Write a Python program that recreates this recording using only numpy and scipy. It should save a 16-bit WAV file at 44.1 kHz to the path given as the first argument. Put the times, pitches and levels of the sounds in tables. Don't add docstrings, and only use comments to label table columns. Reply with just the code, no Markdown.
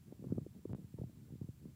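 import sys
import numpy as np
from scipy import signal
from scipy.fft import rfft, irfft
from scipy.io import wavfile
from scipy.ndimage import uniform_filter1d

SR = 44100
rng = np.random.default_rng(int(sys.argv[2]) if len(sys.argv) > 2 else 0)


def output_pcm(signal):
    pcm = np.clip(np.atleast_2d(signal).T, -1, 1) * 32767
    wavfile.write(sys.argv[1], SR, np.round(pcm).astype(np.int16))


N = 77175
LOW_CUT_HZ = 59.7


def amp(db):
    return 10 ** (np.asarray(db) / 20)


def unit_rms(x):
    return x / np.sqrt(np.mean(x ** 2) + 1e-20)


def add(mix, start_s, sound):
    part = mix[max(round(start_s * SR), 0):][:len(sound)]
    part += sound[:len(part)]


def butterworth(x, cutoff_hz, kind, order):
    sos = signal.butter(order, min(cutoff_hz, SR / 2 - 1), kind, fs=SR, output="sos")
    return signal.sosfilt(sos, x)


def noise(spectrum):
    freq_hz, density_db = np.transpose(spectrum)
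    shape_db = np.interp(np.log(np.fft.rfftfreq(N, 1 / SR) + 1), np.log(freq_hz), density_db)
    return unit_rms(irfft(rfft(rng.standard_normal(N)) * amp(shape_db), N))


def bump(start_hz, end_hz, peak_s):
    glide_s = 0.0021
    t = np.arange(SR // 20) / SR
    cycles = end_hz * t + (start_hz - end_hz) * glide_s * (1 - np.exp(-t / glide_s))
    envelope = t / peak_s * np.exp(1 - t / peak_s)
    knock = envelope * np.sin(2 * np.pi * cycles)
    dulled = butterworth(knock, 1.156 * start_hz, "low", order=5)
    return butterworth(dulled, LOW_CUT_HZ, "high", order=2)


def smacks():
    # start_s, level_db, start_hz, end_hz, peak_s
    contacts = [(0.0786, -46.5, 322, 109, 0.0017), (0.1229, -41.5, 650, 162, 0.0016),
                (0.1924, -44.5, 480, 161, 0.0053), (0.2229, -41, 500, 114, 0.0027),
                (0.2407, -36, 480, 110, 0.00034), (0.2425, -41.5, 488, 270, 0.0029),
                (0.2561, -41.5, 460, 113, 0.0057), (0.2669, -34, 303, 114, 0.0023),
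                (0.2822, -42.5, 217, 169, 0.0015), (0.2992, -35.5, 310, 110, 0.004),
                (0.306, -42.5, 222, 110, 0.0057), (0.3213, -24, 454, 153, 0.0022),
                (0.341, -43, 183, 167, 0.0059), (0.3584, -33, 148, 112, 0.0018),
                (0.3732, -31.5, 317, 102, 0.0015), (0.3803, -28.5, 636, 127, 0.0027),
                (0.4114, -38.5, 300, 113, 0.0043), (0.4252, -40.5, 340, 110, 0.0043),
                (0.4631, -39, 520, 282, 0.0017), (0.498, -49.5, 174, 104, 0.0078),
                (0.653, -31, 439, 302, 0.0012), (0.6707, -42, 186, 111, 0.0034),
                (0.6927, -38.5, 396, 108, 0.0024), (0.6978, -37.5, 488, 106, 0.0066),
                (0.7123, -32, 444, 110, 0.00031), (0.722, -43, 365, 103, 0.0012),
                (0.7833, -42, 430, 168, 0.0056), (0.822, -53, 520, 170, 0.0041),
                (0.8412, -41, 380, 110, 0.004), (0.9396, -39, 510, 108, 0.0047),
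                (0.9855, -38.5, 440, 425, 0.00088), (0.9921, -32.5, 154, 109, 0.0013),
                (1.0132, -36.5, 484, 440, 0.00067), (1.014, -33, 380, 108, 0.0034),
                (1.035, -49, 704, 665, 0.0011), (1.0378, -34.5, 357, 112, 0.0036),
                (1.059, -45.7, 258, 110, 0.0048), (1.0933, -51.5, 308, 281, 0.0024),
                (1.303, -46, 437, 109, 0.0036), (1.3214, -40.5, 438, 119, 0.0039),
                (1.335, -40, 440, 111, 0.0036), (1.353, -42.5, 464, 114, 0.0031),
                (1.4131, -33, 440, 104, 0.0032), (1.4406, -38, 324, 110, 0.0033),
                (1.487, -37.5, 520, 102, 0.0045), (1.6539, -44, 520, 165, 0.0032)]
    out = np.zeros(N)
    for start_s, level_db, start_hz, end_hz, peak_s in contacts:
        add(out, start_s, amp(level_db) * bump(start_hz, end_hz, peak_s))
    return out


def rasps():
    # start_s, end_s, slips_per_s, level_db
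    runs = [(0.549, .592, 96, -52.5), (1.17, 1.295, 72, -55.5), (1.614, 1.705, 76, -52.5)]
    jitter_s, spread_db = 0.00081, 0.5
    slip = bump(start_hz=489, end_hz=160, peak_s=0.0035)
    out = np.zeros(N)
    for start_s, end_s, slips_per_s, level_db in runs:
        times_s = np.arange(start_s, end_s, 1 / slips_per_s)
        for slip_s, (late, size) in zip(times_s, rng.standard_normal((20, 2))):
            add(out, slip_s + jitter_s * late, amp(level_db + spread_db * size) * slip)
    return out


def scratches():
    # middle_s, level_db, centre_hz, half_length_s
    bursts = [(0.129, -65.5, 740, 0.004), (0.245, -67.5, 930, 0.0057), (0.286, -74, 990, 0.003),
              (0.309, -71, 1080, 0.0068), (0.322, -64.5, 1290, 0.0011), (0.382, -66, 960, 0.0048),
              (0.559, -75, 660, 0.012), (0.653, -62, 800, 0.00094), (0.697, -69.5, 880, 0.0064),
              (0.784, -66, 620, .003), (.987, -66.5, 828, 0.0069), (1.097, -65, 530, 0.0025),
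              (1.301, -73.5, 704, 0.0072), (1.412, -69.5, 815, 0.0019), (1.43, -67, 745, 0.0016),
              (1.654, -75, 960, 0.0036)]
    width_oct, samples = 0.44, 2048
    t = np.arange(samples) / SR
    freq_hz = np.fft.rfftfreq(samples, 1 / SR) + 1
    out = np.zeros(N)
    for middle_s, level_db, centre_hz, half_length_s in bursts:
        band = np.exp(-(np.log2(freq_hz / centre_hz) / width_oct) ** 2)
        swell = np.exp(-((t - t.mean()) / half_length_s) ** 2)
        swell_rms = np.sqrt(np.mean(swell ** 2))
        burst = unit_rms(irfft(rfft(rng.standard_normal(samples) * swell) * band))
        add(out, middle_s - t.mean(), amp(level_db) * swell_rms * burst)
    return out


def fur_rub():
    # middle_s, half_length_s, level_db
    strokes = [(0.111, 0.028, -54.5), (0.28, .045, -57), (0.33, 0.08, -52), (.415, 0.018, -62),
               (0.575, 0.029, -66), (0.705, 0.013, -48), (0.79, 0.055, -57.5), (.995, 0.015, -51.5),
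               (1.084, 0.073, -66), (1.302, 0.026, -63), (1.452, 0.027, -63), (1.672, 0.048, -66)]
    # freq_hz, density_db
    rub_spectrum = [(30, -29), (120, 2), (400, 1.5), (700, -13.5), (1200, -23), (2200, -34), (5000, -37.5),
                    (16000, -106)]
    catches_per_s, spread_db, catch_db, rub_db = 280, 2, -3, -11
    t = np.arange(N) / SR
    pressure = np.sqrt(sum(amp(level_db) ** 2 * np.exp(-((t - middle_s) / half_length_s) ** 2)
                           for middle_s, half_length_s, level_db in strokes))
    pitches_hz = np.geomspace(287, 657, 10)
    catches = np.zeros(N)
    for start_hz in pitches_hz:
        onsets = rng.random(N) < catches_per_s / len(pitches_hz) / SR
        impulses = onsets * amp(spread_db * rng.standard_normal(N))
        catches += signal.oaconvolve(impulses, bump(start_hz, end_hz=151, peak_s=0.0026))[:N]
    return pressure * (amp(catch_db) * unit_rms(catches) + amp(rub_db) * noise(rub_spectrum))


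def room():
    # freq_hz, density_db
    rumble_spectrum = [(20, -28.5), (45, -10), (80, 1), (130, 4), (190, -1), (260, -8), (400, -22),
                       (600, -35.5), (1000, -35), (3000, -48.5), (16000, -86)]
    # freq_hz, density_db
    hiss_spectrum = [(20, 3.2), (1000, 3.1), (2000, 1.33), (4000, 0.051), (8000, -0.46), (12000, -0.48),
                     (16000, -1.7)]
    # pitch_hz, level_db
    tones = [(7485, -90), (7545, -111.5), (14910, -105), (14970, -100.5), (15030, -90), (15090, -103)]
    rumble_db, drift_db, hiss_db = -60, 1, -75
    t = np.arange(N) / SR
    drift = unit_rms(sum(np.sin(2 * np.pi * (rate_hz * t + rng.random())) / np.sqrt(rate_hz)
                         for rate_hz in np.geomspace(1, 10, 20)))
    whine = sum(amp(level_db) * np.sqrt(2) * np.sin(2 * np.pi * (pitch_hz * t + rng.random()))
                for pitch_hz, level_db in tones)
    rumble = amp(rumble_db + drift_db * drift) * noise(rumble_spectrum)
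    hiss = amp(hiss_db) * noise(hiss_spectrum)
    return rumble + hiss + whine


def dropout(x):
    # time_s, tick_db
    edges = [(0.7327, -24.5), (.7483, -28)]
    depth_db = -26
    rise_s, decay_s, tick_hz = 0.00072, 0.0036, 143.5
    t = np.arange(N) / SR
    outside = (t < edges[0][0]) | (t > edges[1][0])
    gate = uniform_filter1d(outside.astype(float), size=30)
    envelope = (1 - np.exp(-t / rise_s)) * np.exp(-t / decay_s)
    tick = butterworth(-envelope * np.cos(2 * np.pi * tick_hz * t), LOW_CUT_HZ, "high", order=2)
    ticks = np.zeros(N)
    for time_s, tick_db in edges:
        add(ticks, time_s, amp(tick_db) * tick)
    return x * np.maximum(gate, amp(depth_db)) + ticks


def scene():
    return (smacks() + rasps() + scratches() + fur_rub() + room())[None]


def record(dry):
    cutoff_hz = 15850
    low_pass = signal.firwin(511, cutoff_hz, window=("kaiser", 9), fs=SR)
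    return signal.oaconvolve(dropout(dry), low_pass[None], "same")


dry = scene()
out = record(dry)
output_pcm(out)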